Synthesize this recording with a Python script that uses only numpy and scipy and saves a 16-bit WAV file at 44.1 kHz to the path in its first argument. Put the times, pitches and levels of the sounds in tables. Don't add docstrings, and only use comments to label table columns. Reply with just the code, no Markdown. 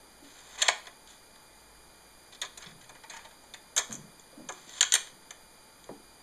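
import sys
import numpy as np
from scipy import signal
from scipy.fft import rfft, irfft
from scipy.io import wavfile
from scipy.ndimage import uniform_filter1d

SR = 44100
rng = np.random.default_rng(int(sys.argv[2]) if len(sys.argv) > 2 else 0)


def master_out(mix):
    frames = np.transpose(np.atleast_2d(mix))
    ceiling = np.clip(frames, -1, 1)
    pcm = np.round(ceiling * 32767).astype(np.int16)
    wavfile.write(sys.argv[1], SR, pcm)


def attenuation_scalar(level_db):
    decades = np.asarray(level_db, float) / 20
    return 10 ** decades


N = 274302

# f/Hz, density/dB
FAN_HISS = [(12, 12.5), (30, 1.5), (60, -8.5), (90, -1.5), (200, 1), (500, 1), (1000, -1), (2000, -4.5),
            (3500, -7), (5300, -11), (7000, -5.5), (8500, -9.5), (10200, -11.5), (12500, -12.5)]
# f/Hz, width/Hz, rms level/dB
WHINES = [(53, 4, -71), (876.5, 49, -70), (1240, 8, -89), (1404, 6.4, -77), (4650, 180, -70.5),
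          (4780, 63, -69.5), (9620, 670, -65.5), (9800, 120, -100), (12000, 240, -74.5)]
# multiple of the pitch, rms level/dB
COIL_PARTIALS = [(1, -69), (2, -63.5)]

# t/s, peak level/dB, f/Hz, t60/s
WRIST_THUDS = [(0.222, -47, 284, 0.29), (2.661, -45, 169, 0.42), (2.719, -55, 122, 0.53),
               (3.897, -37, 225, 0.19), (3.941, -41, 235, 0.15), (3.975, -41.5, 165, 0.23),
               (4.029, -44.5, 215.4, 0.36), (4.329, -49, 532, 0.23), (4.372, -41, 289, 0.19),
               (4.398, -38.5, 252, 0.26), (4.438, -49, 175, 0.6), (4.499, -47.5, 370, 0.24),
               (4.671, -49.5, 300, 0.13), (5.12, -56, 236, 0.36)]
# t/s, peak level/dB, f/Hz, t60/s
LAST_KNOCK = [
    (5.891, -38, 803, 0.048),
    (5.892, -29.5, 500, 0.06),
    (5.906, -35.5, 351, 0.2),
    (5.997, -49.5, 360, 0.086),
]
# t/s, peak level/dB, f/Hz
DESK_BLOWS = [
    (0.692, -54, 101),
    (2.431, -58, 125),
    (3.76, -50.5, 86),
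    (4.819, -61, 149),
    (4.938, -58, 112),
    (5.894, -49.5, 125),
]
# start t/s, stop t/s, start level/dB, stop level/dB, low body share/dB
SLIDE_STROKES = [(.23, 0.42, -59, -54.5, -4), (0.413, 0.575, -58.5, -47, -4),
                 (0.574, 0.629, -40.5, -39, -0.5), (0.643, 0.682, -43, -36.5, 2),
                 (1.081, 1.2, -51.5, -69, -5.5), (2.315, 2.37, -56, -54, -12), (2.597, 2.732, -55, -66, 4),
                 (3.102, 3.29, -48.5, -68, 3.5), (3.9, 4.05, -59, -73, 4), (4.522, 4.663, -56, -57, -5),
                 (4.657, 4.805, -53.5, -42, -7.5)]

# t/s, peak level/dB, heft (low body) level/dB, bright level/dB, rattle length/s
TRAY_OUT = [(.245, -47.5, -17, -14, 0.021), (.389, -44.5, -13, -2, 0.0079), (.6185, -10, -18, -7, 0.015),
            (.6232, -12.5, -24.5, 2, 0.0077), (.6822, -9, -16, -3, 0.0095), (.6845, -13, -2, 1.5, 0.0047),
            (.695, -30, -4, 8, .01), (.855, -43, -6.5, -2, 0.0071), (.8685, -33, -8, -6.5, 0.014),
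            (1.074, -40.5, -28, -3, .003), (1.108, -52, -11, 9, .009), (1.358, -47, -8, -2, .007)]
# t/s, peak level/dB, heft level/dB, bright level/dB
DISC_LAID = [
    (2.3235, -41.5, -10, -10),
    (2.3474, -42, -24, -6),
    (2.4157, -23, -14.5, 2),
    (2.4294, -31.5, -4, -2),
    (2.4494, -35, -18, 0),
    (2.574, -36.5, -12, 5.5),
    (2.622, -34, -16, -3.5),
    (2.6691, -48, -2, -17),
]
# t/s, peak level/dB, heft level/dB, bright level/dB
HUB_SCRAPES = [
    (2.64, -39, -13, -12),
    (2.66, -37.5, -15, -12),
    (2.685, -47.5, -10, -15),
    (2.71, -50, -10, -15),
]
# t/s, peak level/dB, heft level/dB, bright level/dB
DISC_SETTLES = [(2.81, -45.5, -11, -1), (2.84, -47.5, -10, 0), (2.8921, -43.5, 0, 3),
                (2.951, -48.5, 3.5, -1), (3.0364, -42.5, -0.5, -5), (3.0975, -35.5, -9.5, 2.5),
                (3.135, -41.5, 0, 2), (3.1644, -37, -5, 0), (3.1894, -54, 3, -12), (3.2475, -43, 0, -3),
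                (3.31, -49, -2, -4), (3.4364, -57, 6.5, 7), (3.5374, -33.5, -7.5, -1.5)]
# t/s, peak level/dB, heft level/dB, bright level/dB, rattle length/s
DISC_PRESSED = [(3.7635, -25, -9.5, 12.2, 0.013), (3.7704, -29, -2, 10, .004),
                (3.7772, -12, -22.5, 2.2, .004), (3.7825, -26, -1, 10.5, 0.0032),
                (3.7864, -24.5, -5, 6.7, 0.017), (3.9085, -41.5, 0, 7.4, 0.0024),
                (3.919, -39, -3, 4.9, 0.0023), (3.926, -37.5, -24, 16, .002),
                (3.9415, -41.5, -15, 12.3, 0.0032), (3.9522, -47, -5, 20, 0.0026),
                (4.196, -48.5, -24, 8, .004)]
# t/s, peak level/dB, heft level/dB, bright level/dB, rattle length/s
TRAY_IN = [
    (4.4883, -32.5, 0.5, 6, 0.015),
    (4.5227, -43.5, -18, 14, 0.0048),
    (4.5744, -49, -5, -6, 0.0046),
    (4.6927, -38, -17, 0, 0.0046),
    (4.8082, -8, -21.5, 2.5, 0.0074),
    (4.828, -11.5, -15, 3.5, 0.0046),
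    (4.8524, -49, -18, -2, .011),
]
# t/s, peak level/dB, heft level/dB, bright level/dB, rattle length/s
LATCH = [
    (4.9217, -10, -31, 3.5, 0.014),
    (4.939, -8, -22, 3, 0.0027),
    (4.9511, -14.5, -14, 3, .01),
]
# t/s, peak level/dB, heft level/dB, bright level/dB, rattle length/s
LET_GO = [
    (5.0708, -39.5, -11, -10, 0.0029),
    (5.3066, -33, -9, 1.5, 0.0088),
    (5.8413, -44, -21, 4, .003),
]

# f/Hz, level/dB, t60/s
LOW_BODY = [(407, -6.5, 0.024), (513, -7, 0.01), (719, 0.5, 0.022), (815, -3.5, 0.024), (1037, 0, 0.017),
            (1259, -4, 0.019)]
MID_BODY = [(1455, -2.5, 0.019), (1670, 4.5, 0.024), (1796, 2, 0.0077), (2004, 4, 0.014), (2216, 2, 0.0069),
            (2308, 6, 0.022), (2568, 0.5, 0.013)]
UPPER_BODY = [(3022, 1, 0.0022), (3310, 6.5, 0.0023), (3520, 8, 0.015), (3754, -0.5, 0.0031),
              (4178, 4.5, 0.0034), (4353, 5, 0.0072), (4490, -3, 0.012), (5204, -7.5, 0.0058)]
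BRIGHT_BODY = [(6000, -4, 0.0047), (6510, 5, 0.018), (6740, 6.5, 0.0036), (6984, 5.5, 0.014),
               (7700, -1.5, 0.0085), (8380, -8.5, 0.0033), (8780, -11.5, 0.0084), (10200, -36, 0.001),
               (12600, -37, 0.0017)]
# f/Hz, level/dB, t60/s
DISC_BODY = [(620, -8.5, 0.011), (907, 3, 0.052), (1200, -12, 0.012)]
# f/Hz, level/dB, t60/s
HUB_BODY = [(2990, -10.5, 0.006), (3290, 5.5, 0.012), (3400, 6, .008), (3880, -3.5, 0.0036),
            (4260, -5, 0.004), (5400, -6, 0.0046)]
HUB_EDGE = [(10600, -25.5, .002), (11640, -24, 0.0018)]
# f/Hz, level/dB, t60/s
LATCH_EDGE = [(8610, -2.5, 0.0039), (8830, -1.5, .005), (8940, -5, .004)]

# f/Hz, width/Hz, depth/dB
MIC_DIPS = [(2695, 620, -18), (4992, 420, -18), (5690, 620, -15), (7825, 900, -17)]

FAN_DB = -55
COIL_HZ, COIL_JITTER = 2410, 0.00406
DESK_T60_S = 0.11
DISC_RATTLE_S = .019
MID_DB, MID_FOLLOWS_HEFT = 2.15, 0.52
ROOM_T60_S, ROOM_DB, WALL_CUT_HZ = 0.33, -13.5, 5000
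MIC_CUTOFF_HZ = 12350


def rms_one(x):
    return x / np.sqrt(np.mean(x ** 2) + 1e-20)


def add(out, s, piece):
    i = round(s * SR)
    out[i:i + len(piece)] += piece[:N - i]


def grains(size, spread_db):
    return attenuation_scalar(spread_db * np.minimum(rng.exponential(1, size), 4)) * rng.standard_normal(size)


def ring(x, hz, t60):
    r, w = attenuation_scalar(-60 / (max(t60, .002) * SR)), 2 * np.pi * hz / SR
    return signal.lfilter((1 - r * r) / 2 * np.array([1, 0, -1]), [1, -2 * r * np.cos(w), r * r], x + 1e-18)


def body(x, modes, luck_db):
    luck = rng.normal(0, luck_db, len(modes))
    longest_cycles = 28
    rung = 0
    for k, (hz, db, t60) in enumerate(modes):
        if hz > 1000:
            t60 = min(t60, longest_cycles / hz)
        rung = rung + (-1) ** k * attenuation_scalar(db + luck[k]) * ring(x, hz, t60)
    no_bass = signal.butter(2, 0.44 * modes[0][0], "high", fs=SR, output="sos")
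    return signal.sosfilt(no_bass, rung)


def fan():
    hz = np.maximum(np.fft.rfftfreq(N, 1 / SR), 1)
    hiss_hz, hiss_db = np.transpose(FAN_HISS)
    colour = attenuation_scalar(np.interp(np.log(hz), np.log(hiss_hz), hiss_db))
    out = attenuation_scalar(FAN_DB) * rms_one(irfft(rfft(rng.standard_normal(N)) * colour, N))
    for centre_hz, width_hz, db in WHINES:
        peak = 1 / (1 + (2 * (hz - centre_hz) / width_hz) ** 2)
        out += attenuation_scalar(db) * rms_one(irfft(rfft(rng.standard_normal(N)) * peak, N))
    return out


def coil():
    jitter = rms_one(uniform_filter1d(rng.standard_normal(N), size=600))
    phase = 2 * np.pi * np.cumsum(COIL_HZ * (1 + COIL_JITTER * jitter)) / SR
    return sum(attenuation_scalar(db) * np.sqrt(2) * np.sin(k * phase) for k, db in COIL_PARTIALS)


def thuds():
    out, t = np.zeros(N), np.arange(SR // 3) / SR
    blows = [(*row, DESK_T60_S) for row in DESK_BLOWS]
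    for s, peak_db, hz, t60 in WRIST_THUDS + LAST_KNOCK + blows:
        strength = np.exp(-t / 0.00054) + 0.58 * attenuation_scalar(-60 * t / max(t60, .02))
        push = rng.standard_normal(len(t)) * strength
        modes = [(0.597 * hz, -8, 0.53 * t60), (0.802 * hz, -5, 0.51 * t60), (hz, 0, 0.52 * t60),
                 (1.27 * hz, -8, 0.36 * t60), (2.2 * hz, -16, .02)]
        rung = body(push, modes, luck_db=1.5)
        rung = signal.sosfilt(signal.butter(2, 4.0 * hz, fs=SR, output="sos"), rung)
        add(out, s - .002, attenuation_scalar(peak_db) * rung / np.abs(rung).max())
    return out


def slides():
    t, rub = np.arange(N) / SR, grains(N, spread_db=6.0)
    low = rms_one(body(rub, LOW_BODY + MID_BODY, luck_db=0))
    high = rms_one(body(rub, UPPER_BODY + BRIGHT_BODY, luck_db=0))
    out = np.zeros(N)
    for start, stop, from_db, to_db, low_db in SLIDE_STROKES:
        fade = np.clip(np.minimum(t - start, stop - t) / 0.011, 0, 1)
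        level = attenuation_scalar(np.interp(t, [start, stop], [from_db, to_db]))
        out += fade * level * (high + attenuation_scalar(low_db) * low)
    return out


def contacts(table, low_modes, upper_modes, bright_modes):
    out, t = np.zeros(N), np.arange(SR // 8) / SR
    buzz = attenuation_scalar(-8.5 - 60 * t / 0.076)
    for s, peak_db, low_db, bright_db, length in table:
        mid_db = MID_DB + MID_FOLLOWS_HEFT * low_db
        clicks = grains(len(t), spread_db=4.5)
        clicks *= 1 + 2.9 * np.exp(-t / 0.00028)
        families = ((low_modes, low_db, 2.2), (MID_BODY, mid_db, 1.5),
                    (upper_modes, 0, 1), (bright_modes, bright_db, 1.1))
        for modes, db, slower in families:
            onset = np.minimum(t / (.0005 * slower ** 2), 1)
            rattle = attenuation_scalar(-25 * (t / (slower * max(length, .001))) ** 2)
            rung = body(clicks * onset * (rattle + buzz), modes, luck_db=1.5)
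            add(out, s - .0005, attenuation_scalar(peak_db + db) * rung / np.abs(rung).max())
    return out


def room(x):
    t = np.arange(SR // 2) / SR
    noise = rng.standard_normal((2, len(t)))
    dull = signal.sosfilt(signal.butter(1, WALL_CUT_HZ, fs=SR, output="sos"), noise[0])
    late = dull * attenuation_scalar(-60 * t / ROOM_T60_S)
    early = 1.54 * noise[1] * attenuation_scalar(-60 * t / (0.1 * ROOM_T60_S))
    tail = (late + early) * np.minimum(t / 0.011, 1)
    return signal.fftconvolve(x, tail / np.sqrt(np.sum(tail ** 2)))[:N]


def loose_disc(table):
    return [(*row, DISC_RATTLE_S) for row in table]


def scene():
    tray_and_disc = TRAY_OUT + loose_disc(DISC_LAID) + TRAY_IN + LET_GO
    near = slides()
    near += contacts(tray_and_disc, LOW_BODY, UPPER_BODY, BRIGHT_BODY)
    near += contacts(loose_disc(HUB_SCRAPES) + DISC_PRESSED, LOW_BODY, HUB_BODY, BRIGHT_BODY + HUB_EDGE)
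    near += contacts(loose_disc(DISC_SETTLES), DISC_BODY, UPPER_BODY, BRIGHT_BODY)
    near += contacts(LATCH, LOW_BODY, UPPER_BODY, BRIGHT_BODY + LATCH_EDGE)
    mono = near + attenuation_scalar(ROOM_DB) * room(near) + thuds() + fan() + coil()
    return np.array([mono, mono])


def top_cut(x):
    return signal.sosfilt(signal.butter(12, 13370, fs=SR, output="sos"), x)


def record(dry):
    flutter = uniform_filter1d(rng.standard_normal(N), size=40) * np.sqrt(40)
    treble = signal.butter(4, 6500, "high", fs=SR, output="sos")
    trace = signal.sosfilt(treble, 2.0 * dry[0] * flutter)
    thin_band = signal.butter(4, [11000, 12300], "band", fs=SR, output="sos")
    hiss = signal.sosfilt(thin_band, rng.standard_normal(N))
    hiss *= np.repeat(rng.random(N // 2048 + 1) < .7, 2048)[:N]
    x = dry + (attenuation_scalar(-40) * trace + attenuation_scalar(-78) * hiss) * [[1], [-1]]
    for hz, width_hz, depth_db in MIC_DIPS:
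        w, a = 2 * np.pi * hz / SR, np.pi * width_hz / SR
        left_over = a * attenuation_scalar(depth_db)
        x = signal.lfilter([1 + left_over, -2 * np.cos(w), 1 - left_over], [1 + a, -2 * np.cos(w), 1 - a], x)
    x = signal.sosfilt(signal.ellip(8, 1, 50, MIC_CUTOFF_HZ, fs=SR, output="sos"), x)
    return top_cut(x)


dry = scene()
out = record(dry)
master_out(out)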